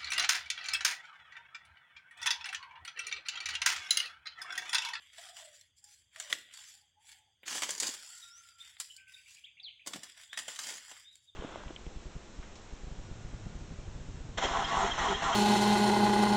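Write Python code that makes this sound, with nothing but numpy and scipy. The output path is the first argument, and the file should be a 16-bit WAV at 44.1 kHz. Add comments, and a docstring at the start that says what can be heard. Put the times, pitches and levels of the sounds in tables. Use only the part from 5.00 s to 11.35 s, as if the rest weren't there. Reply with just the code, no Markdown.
"""An open field of dry corn, where someone picks and husks: leaves rustle, husks tear, stalks snap
underfoot. Each movement is a shower of tiny fibre breaks, scattered by the standing crop; a stiff
shank knocks as an ear breaks off, and feet thud on the soil. Small birds chirp nearby and larger
ones call from far off, over faint insects and a low rumble of air."""
import sys
import numpy as np
from scipy import signal
from scipy.fft import rfft, irfft, next_fast_len
from scipy.io import wavfile
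from scipy.ndimage import uniform_filter1d, map_coordinates

SR = 44100
rng = np.random.default_rng(int(sys.argv[2]) if len(sys.argv) > 2 else 0)


def output_pcm(signal):
    """Save a mono or channel-first signal as 16-bit PCM at the path in sys.argv[1].

    Samples are clipped to [-1, 1] before scaling.
    """
    pcm = np.clip(np.atleast_2d(signal).T, -1, 1) * 32767
    wavfile.write(sys.argv[1], SR, np.round(pcm).astype(np.int16))


N = 280035


def amp(db):
    """Decibels to gain."""
    return 10 ** (np.asarray(db) / 20)


def unit(x):
    """Normalise to rms 1."""
    return x / np.sqrt(np.mean(x ** 2) + 1e-20)


def along(points, hz):
    """Read a curve of (f/Hz, value) points on a log frequency axis."""
    f, values = np.transpose(points)
    return np.interp(np.log(hz + 1), np.log(f + 1), values)


def wobble(rate, size=N):
    """Smooth random modulation, with rate knots a second."""
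    knots = rng.standard_normal(int(size * rate / SR) + 4)
    return map_coordinates(knots, [np.arange(size) * rate / SR])


def add(track, s, sound):
    """Mix a sound into a track at s seconds."""
    start = max(0, round(s * SR))
    track[start:start + len(sound)] += sound[:max(0, N - start)]


def coloured(x, spectrum, size=4096):
    """Minimum-phase EQ of the given shape that keeps the power of white noise."""
    cepstrum = irfft(np.log(amp(along(spectrum, np.fft.rfftfreq(size, 1 / SR)))))
    cepstrum[1:size // 2] *= 2
    cepstrum[size // 2 + 1:] = 0
    response = irfft(np.exp(rfft(cepstrum)))
    return signal.fftconvolve(x, response / np.linalg.norm(response))[:N]


def echo(x, decay, size=256):
    """Diffuse outdoor reverb; each quarter second of sound takes its own paths."""
    out = np.zeros(N)
    for start in range(0, N, SR // 4):
        hz, t, noise = signal.stft(rng.standard_normal(SR // 2), SR, nperseg=size)
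        fade = amp(-60 * t / along(decay, hz)[:, None])
        tail = signal.istft(noise * fade, SR, nperseg=size)[1]
        response = unit(tail) / np.sqrt(len(tail))
        add(out, start / SR, signal.fftconvolve(x[start:start + SR // 4], response))
    return out


def air():
    """A steady bed of low rumbling air."""
    # tone of the air: f/Hz, relative level/dB
    rumble_eq = [(20, -29), (40, -15.5), (60, -2), (88, 1.5), (130, -8), (220, -18), (600, -8), (1500, -10),
                 (4000, -29), (15000, -31.5)]
    return amp(-77) * coloured(rng.standard_normal(N), rumble_eq)


def insects():
    """A thin, wavering chorus: high bands of noise on a slow tremolo."""
    # peaks and dips of the chorus: f/Hz, relative level/dB
    chorus_eq = [(2500, -35), (3300, -7), (4000, -23), (4800, -8), (5400, -29.5), (6400, -2.5),
                 (7100, -16.5), (7900, -18.5), (8900, -12), (10500, -42.5)]
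    return amp(-70 + 1.5 * wobble(5)) * coloured(rng.standard_normal(N), chorus_eq)


def whistle(length, start_hz, middle_hz, end_hz, rough, blur_hz, fade_db=0):
    """One gliding bird note of rms 1; roughness smears its pitch over blur_hz."""
    size = int(length * SR)
    progress = np.linspace(0, 1, size)
    hz = np.polyval(np.polyfit([0, .5, 1], [start_hz, middle_hz, end_hz], 2), progress)
    carrier = np.exp(2j * np.pi * np.cumsum(hz) / SR)
    rasp = 1 + rough * (wobble(blur_hz, size) + 1j * wobble(blur_hz, size))
    swell = np.sqrt(np.abs(np.sin(np.pi * progress))) * amp(-fade_db * progress)
    return unit(swell * np.real(carrier * rasp))


def birds():
    """Clear near chirps, a hoarse repeated note and far calls, all answered by the tree line."""
    # small birds nearby: t/s, length/s, start f/Hz, end f/Hz, level/dB
    chirps = [(3.217, 0.031, 3860, 3700, -54), (3.283, 0.17, 4800, 6550, -60),
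              (3.6, 0.026, 3530, 3643, -50), (3.899, 0.02, 2930, 3026, -52.5),
              (4.136, 0.02, 3810, 3630, -53.5), (4.438, 0.022, 2710, 3620, -50),
              (4.599, 0.0056, 3500, 3630, -47.5), (4.629, .068, 4960, 2870, -48.5),
              (5.291, 0.085, 3300, 3850, -56.5), (6.041, 0.098, 3520, 3830, -59),
              (6.272, 0.034, 3840, 3580, -61.5)]
    # straight glides of distant birds: t/s, length/s, start f/Hz, end f/Hz, level/dB, roughness
    far_calls = [(0.183, 0.017, 680, 710, -59, 0.84), (0.229, 0.18, 743, 701, -66.5, .8),
                 (0.356, .26, 706, 551.7, -70, 1), (.82, .074, 818, 830, -77, 0.35),
                 (1.15, 0.21, 643, 570, -67.5, 0.63), (1.73, 0.16, 813, 827, -79, 0.84),
                 (1.943, 0.4, 854, 801, -74, 1.7), (3.031, .13, 819, 784, -78, 0.83),
                 (3.071, 0.62, 1408, 1357, -71, 0.63), (3.952, 0.23, 1559, 1523, -69, 0.19),
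                 (4.589, 0.15, 763, 723, -77.5, 0.53)]
    # reverb of the tree line: f/Hz, t60/s
    tree_decay = [(500, 0.25), (3500, 0.53), (8000, 0.052)]
    near, series, far = np.zeros((3, N))
    for s, length, start_hz, end_hz, db in chirps:
        middle_hz = start_hz + .67 * (end_hz - start_hz)  # the glide starts fast and eases off
        add(near, s, amp(db) * whistle(length, start_hz, middle_hz, end_hz, rough=.4, blur_hz=550))
    first_s, gap_s, slowing_s = 3.979, .088, .0017
    for k in range(9):  # one bird repeats a rising note, slowing a little
        s = first_s + gap_s * k + slowing_s * k ** 2
        for delay in (0, .018):  # each note is a quick double stroke
            add(series, s + delay, amp(-61.5) * whistle(.018, 2150, 2500, 2800, rough=.8, blur_hz=700))
    for s, length, start_hz, end_hz, db, rough in far_calls:
        call = whistle(length, start_hz, (start_hz + end_hz) / 2, end_hz, rough, blur_hz=150, fade_db=6)
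        add(far, s, amp(db) * call)
    send = amp(-10) * near + amp(-8) * series + amp(-4) * far
    return near + series + far + echo(send, tree_decay)


def ring(hz, t60):
    """A struck, damped mode radiates the velocity of its motion."""
    t = np.arange(SR // 8) / SR
    motion = np.sin(2 * np.pi * hz * t) * amp(-60 * t / t60) * (1 - np.exp(-2 * hz * t))
    return np.diff(motion, prepend=0) * SR / (2 * np.pi * hz)


def footsteps():
    """Feet meet the soil with a dull thud."""
    # footfalls: t/s, f/Hz, level/dB
    steps = [(2.888, 274, -35), (4.945, 264, -35), (4.959, 197, -33), (4.983, 144, -42)]
    out = np.zeros(N)
    for s, hz, db in steps:
        add(out, s, amp(db) * ring(hz, t60=.025))
    return out


def shank_knocks():
    """The stiff shank rings briefly as an ear is broken off."""
    # hits on the shank: t/s, level/dB
    blows = [(1.161, -37.5), (1.2039, -37), (1.3274, -11.5), (1.331, -25), (5.373, -30.5)]
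    # modes of the shank: f/Hz, relative level/dB, t60/s
    modes = [(520, -23, .008), (1480, -8, .005), (1930, -3, .01), (3300, -4, .009)]
    out = np.zeros(N)
    for s, db in blows:
        add(out, s, sum(amp(db + mode_db) * ring(hz, t60) for hz, mode_db, t60 in modes))
    return out


def breaks(rate, spread_db, rub_db, size=N):
    """Fibre breaks of uneven size, about rate a second, over the hiss of rubbing; rms 1."""
    happens = rng.random(size) < rate / SR
    sizes = amp(spread_db * np.minimum(rng.standard_normal(size), 2)) * rng.choice([-1, 1], size)
    return unit(unit(happens * sizes) + amp(rub_db) * rng.standard_normal(size))


def surges(rate, life_s, steady):
    """One break sets off others: an envelope of sudden swells that die away; rms 1."""
    starts = (rng.random(N) < rate / SR) * np.minimum(rng.exponential(size=N), 3)
    power = signal.lfilter([1], [1, -np.exp(-1 / (life_s * SR))], starts)
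    return unit(np.sqrt(power + steady))


def gesture(s, rise, hold, release_db_per_s):
    """Envelope of one movement: force builds, holds and dies away as the plants settle."""
    t = np.arange(N) / SR - s
    return np.clip(t / rise, 0, 1) * amp(-release_db_per_s * np.maximum(t - rise - hold, 0))


def rustle():
    """Hands and feet crush the plants: excitation for the fibre, leaf and stalk layers."""
    # hands and body sweep the leaves: t/s, rise/s, hold/s, level/dB, leaf over fibre/dB
    strokes = [(-0.009, 0.033, 0.037, -65, 3), (0.106, 0.069, 0.096, -53.5, -3.5),
               (0.325, 0.06, 0.043, -52.5, -3.5), (0.516, 0.023, 0.021, -56, -9),
               (0.762, 0.0082, 0.011, -63.5, -14.5), (0.825, 0.068, 0.055, -58, -10),
               (1.106, 0.13, 0.019, -52, -1.5), (1.294, 0.0034, 0.023, -47, -9.5),
               (1.462, 0.036, 0.035, -69, 6.5), (1.517, 0.027, 0.073, -53.5, -4.5),
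               (1.629, 0.058, 0.02, -52.5, -9), (1.983, 0.11, 0.024, -56, -6.5),
               (2.94, 0.028, 0.27, -53, -9), (3.305, 0.052, 0.15, -60.5, -7),
               (3.574, 0.024, 0.11, -59, -2.5), (3.781, 0.017, 0.11, -56.5, -13),
               (4.073, 0.0097, 0.12, -60.5, -7.5), (4.237, 0.07, 0.042, -56, -8.5),
               (5.017, 0.014, 0.058, -57.5, -1), (5.144, 0.061, 0.013, -54.5, -2),
               (5.74, 0.12, 0.12, -56, -2), (6.113, 0.02, .01, -65, -15.5),
               (6.215, 0.013, 0.015, -68.5, -21)]
    # feet press the dry litter: t/s, hold/s, level/dB, leaf over fibre/dB, stalk over fibre/dB
    treads = [(2.453, 0.089, -40, -3, -15), (2.612, .1, -45.5, -9, -14.5), (2.798, 0.04, -38, -6.5, -16),
              (4.857, 0.068, -53, -6, -5), (5.358, 0.031, -49.5, -4.5, -12.5),
              (5.47, 0.026, -45.5, -4, -31), (5.588, 0.093, -44, -4, -17.5)]
    stroke_release, tread_release, stalk_release = 135, 118.5, 158  # dB/s; heavy stalks settle first
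    tread_rise_s = .028
    power = np.zeros((3, N))
    for s, rise, hold, db, leaf_db in strokes:
        power[:2] += (amp([[db], [db + leaf_db]]) * gesture(s, rise, hold, stroke_release)) ** 2
    for s, hold, db, leaf_db, stalk_db in treads:
        power[:2] += (amp([[db], [db + leaf_db]]) * gesture(s, tread_rise_s, hold, tread_release)) ** 2
        power[2] += (amp(db + stalk_db) * gesture(s, tread_rise_s, hold, stalk_release)) ** 2
    # the standing stalk shakes as its ear is wrenched off
    power[2] += (amp(-58) * gesture(1.29, rise=.035, hold=.02, release_db_per_s=stalk_release)) ** 2
    fibre, leaf, stalk = np.sqrt(power)
    surge = surges(rate=130, life_s=.0025, steady=.4)
    crackle = breaks(rate=2000, spread_db=2.5, rub_db=-1.5)
    crumple = breaks(rate=1300, spread_db=3, rub_db=-1)
    crunch = breaks(rate=540, spread_db=3, rub_db=0)
    return surge * np.array([fibre * crackle, leaf * crumple, stalk * crunch])


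def snaps():
    """A husk or stalk gives way: a hard crack and fading splinters excite fibre, leaf and stalk."""
    # husks tear in the hand: t/s, level/dB, leaf body over crack/dB, t60/s
    husk_tears = [(0.182, -52.5, 2, .1), (0.368, -49.5, -1, .08), (0.612, -53, -19, .02),
                  (0.841, -53, -21, .07), (1.161, -52.5, 0.5, .03), (1.2, -40.5, 0.5, .052),
                  (1.3, -50, 5, 0.18), (1.327, -33, -0.5, 0.045), (1.538, -49, -10, .04),
                  (2.091, -56.5, -0.5, 0.032), (3.768, -77.5, 21.5, 0.015), (3.8006, -33.5, -10, 0.08),
                  (3.8073, -57.5, -10.5, .045), (3.849, -59, -2, 0.031), (3.965, -49, -42, 0.042),
                  (6.155, -54.5, -11, .025)]
    # stalks snap underfoot: t/s, level/dB, leaf body over crack/dB, thud over leaf body/dB
    stalk_snaps = [(2.432, -70, 15, -4), (2.555, -45, -17, 1), (2.621, -33.5, 0.5, -9.5),
                   (2.634, -33, -1.5, -21), (2.691, -38, -2.5, -13.5), (2.706, -33, -12, -23),
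                   (2.779, -43, -11, -4), (2.8003, -28.5, -11.5, -24), (2.832, -35, -1.5, -13.5),
                   (2.8692, -33, -39, -11), (4.863, -47, -8, -2), (4.872, -36.5, -6.5, -8.5),
                   (4.935, -41.5, 1.5, -22), (4.9587, -47, -2, -0.5), (5.033, -43, -6, -16.5),
                   (5.33, -48, 5.5, -27), (5.375, -39, 0.5, -29), (5.389, -39.5, -1.5, -32.5),
                   (5.481, -40.5, -2.5, -9), (5.59, -38, -2.5, -30.5), (5.694, -45, 0.5, -30),
                   (5.914, -50.5, 3, -11.5)]
    tear_thud_db, snap_t60_s = -38.5, .071
    events = [(*tear, tear_thud_db) for tear in husk_tears]
    events += [(s, db, body_db, snap_t60_s, thud_db) for s, db, body_db, thud_db in stalk_snaps]
    layers = np.zeros((3, N))
    t = np.arange(SR // 10) / SR
    transient = .65 * np.exp(-t / .00081)
    for s, crack_db, body_db, t60, thud_db in events:
        envelope = transient + amp(-60 * t / t60)
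        for layer, db in zip(layers, np.cumsum([crack_db, body_db, thud_db])):
            burst = envelope * breaks(rate=5500, spread_db=-1.5, rub_db=-13, size=len(t))
            onset_rms = np.sqrt(np.mean(burst[:SR // 125] ** 2))  # first 8 ms
            add(layer, s, amp(db) * burst / onset_rms)
    return layers


def bending(x, depth_db, size=512):
    """Leaves bend as they are handled, so their resonances come and go."""
    bands = signal.stft(x, SR, nperseg=size)[2]
    ripple = uniform_filter1d(rng.standard_normal(bands.shape), size=3, axis=0)  # smooth in frequency
    drift = unit(uniform_filter1d(ripple, size=11, axis=1))  # and in time
    return signal.istft(bands * unit(amp(depth_db * drift)), SR, nperseg=size)[1][:N]


def corn_picking():
    """Rustle and snaps sound through the dry plants and scatter in the crop; knocks stay drier."""
    # bright crackle of fibre: f/Hz, relative level/dB
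    fibre_eq = [(2500, -35), (4000, -8), (4900, -1), (5600, -5.5), (6500, 2.5), (7700, -1.5), (9000, -8),
                (10500, -12), (13500, -26), (15700, -19.5)]
    # midrange body of a leaf: f/Hz, relative level/dB
    leaf_eq = [(250, -52.5), (550, -16), (1000, -7.5), (1400, -5.5), (1950, -1.5), (2400, -5.5), (2800, -4),
               (3400, 1), (4000, -10.5), (5500, -47.5)]
    # low crunch of a stalk: f/Hz, relative level/dB
    stalk_eq = [(50, -33), (120, -11.5), (210, -0.5), (350, 1.5), (600, -1.5), (1000, -3.5), (2000, -23.5)]
    # scatter in the standing crop: f/Hz, t60/s
    crop_decay = [(200, 0.3), (2000, 0.6), (7000, 0.44), (14000, 0.38)]
    fibre, leaf, stalk = rustle() + snaps()
    plants = coloured(fibre, fibre_eq) + coloured(leaf, leaf_eq) + coloured(stalk, stalk_eq)
    plants = bending(plants, depth_db=2.5)
    knocks = shank_knocks() + footsteps()
    send = plants + amp(-9) * knocks
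    return plants + knocks + amp(-10.5) * echo(send, crop_decay)


def scene():
    """Mono mix: the picker up front, with birds, air and insects behind."""
    return (corn_picking() + birds() + air() + insects())[None]


def suppressor(x, depth_db, size=512):
    """Soft multiband gate: each band is turned down while its power stays under the threshold."""
    # gate threshold: f/Hz, level/dB of an equally dense white noise
    gate_curve = [(100, -107.5), (400, -61), (1200, -51.5), (3000, -86.5), (4100, -57.5), (5000, -57),
                  (5900, -56.5), (6550, -26.5), (7200, -66.5), (8200, -60), (8950, -44), (9700, -71.5),
                  (13500, -82), (15500, -78)]
    hz, _, bands = signal.stft(x, SR, nperseg=size)
    power = np.abs(uniform_filter1d(np.abs(bands) ** 2, size=5, axis=-1))
    threshold = amp(along(gate_curve, hz))[:, None] ** 2 / size
    gain = np.maximum(power / (power + threshold), amp(depth_db))
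    return signal.istft(bands * gain, SR, nperseg=size)[1][..., :N]


def record(dry):
    """A phone's noise suppressor ducks the quiet bands, and its band limit cuts the highest treble."""
    gated = suppressor(dry, depth_db=-15.5)
    size = next_fast_len(N + SR // 2)
    passband = np.fft.rfftfreq(size, 1 / SR) < 15900  # Hz
    return irfft(rfft(gated, size) * passband, size)[..., :N]


dry = scene()
out = record(dry)
output_pcm(out)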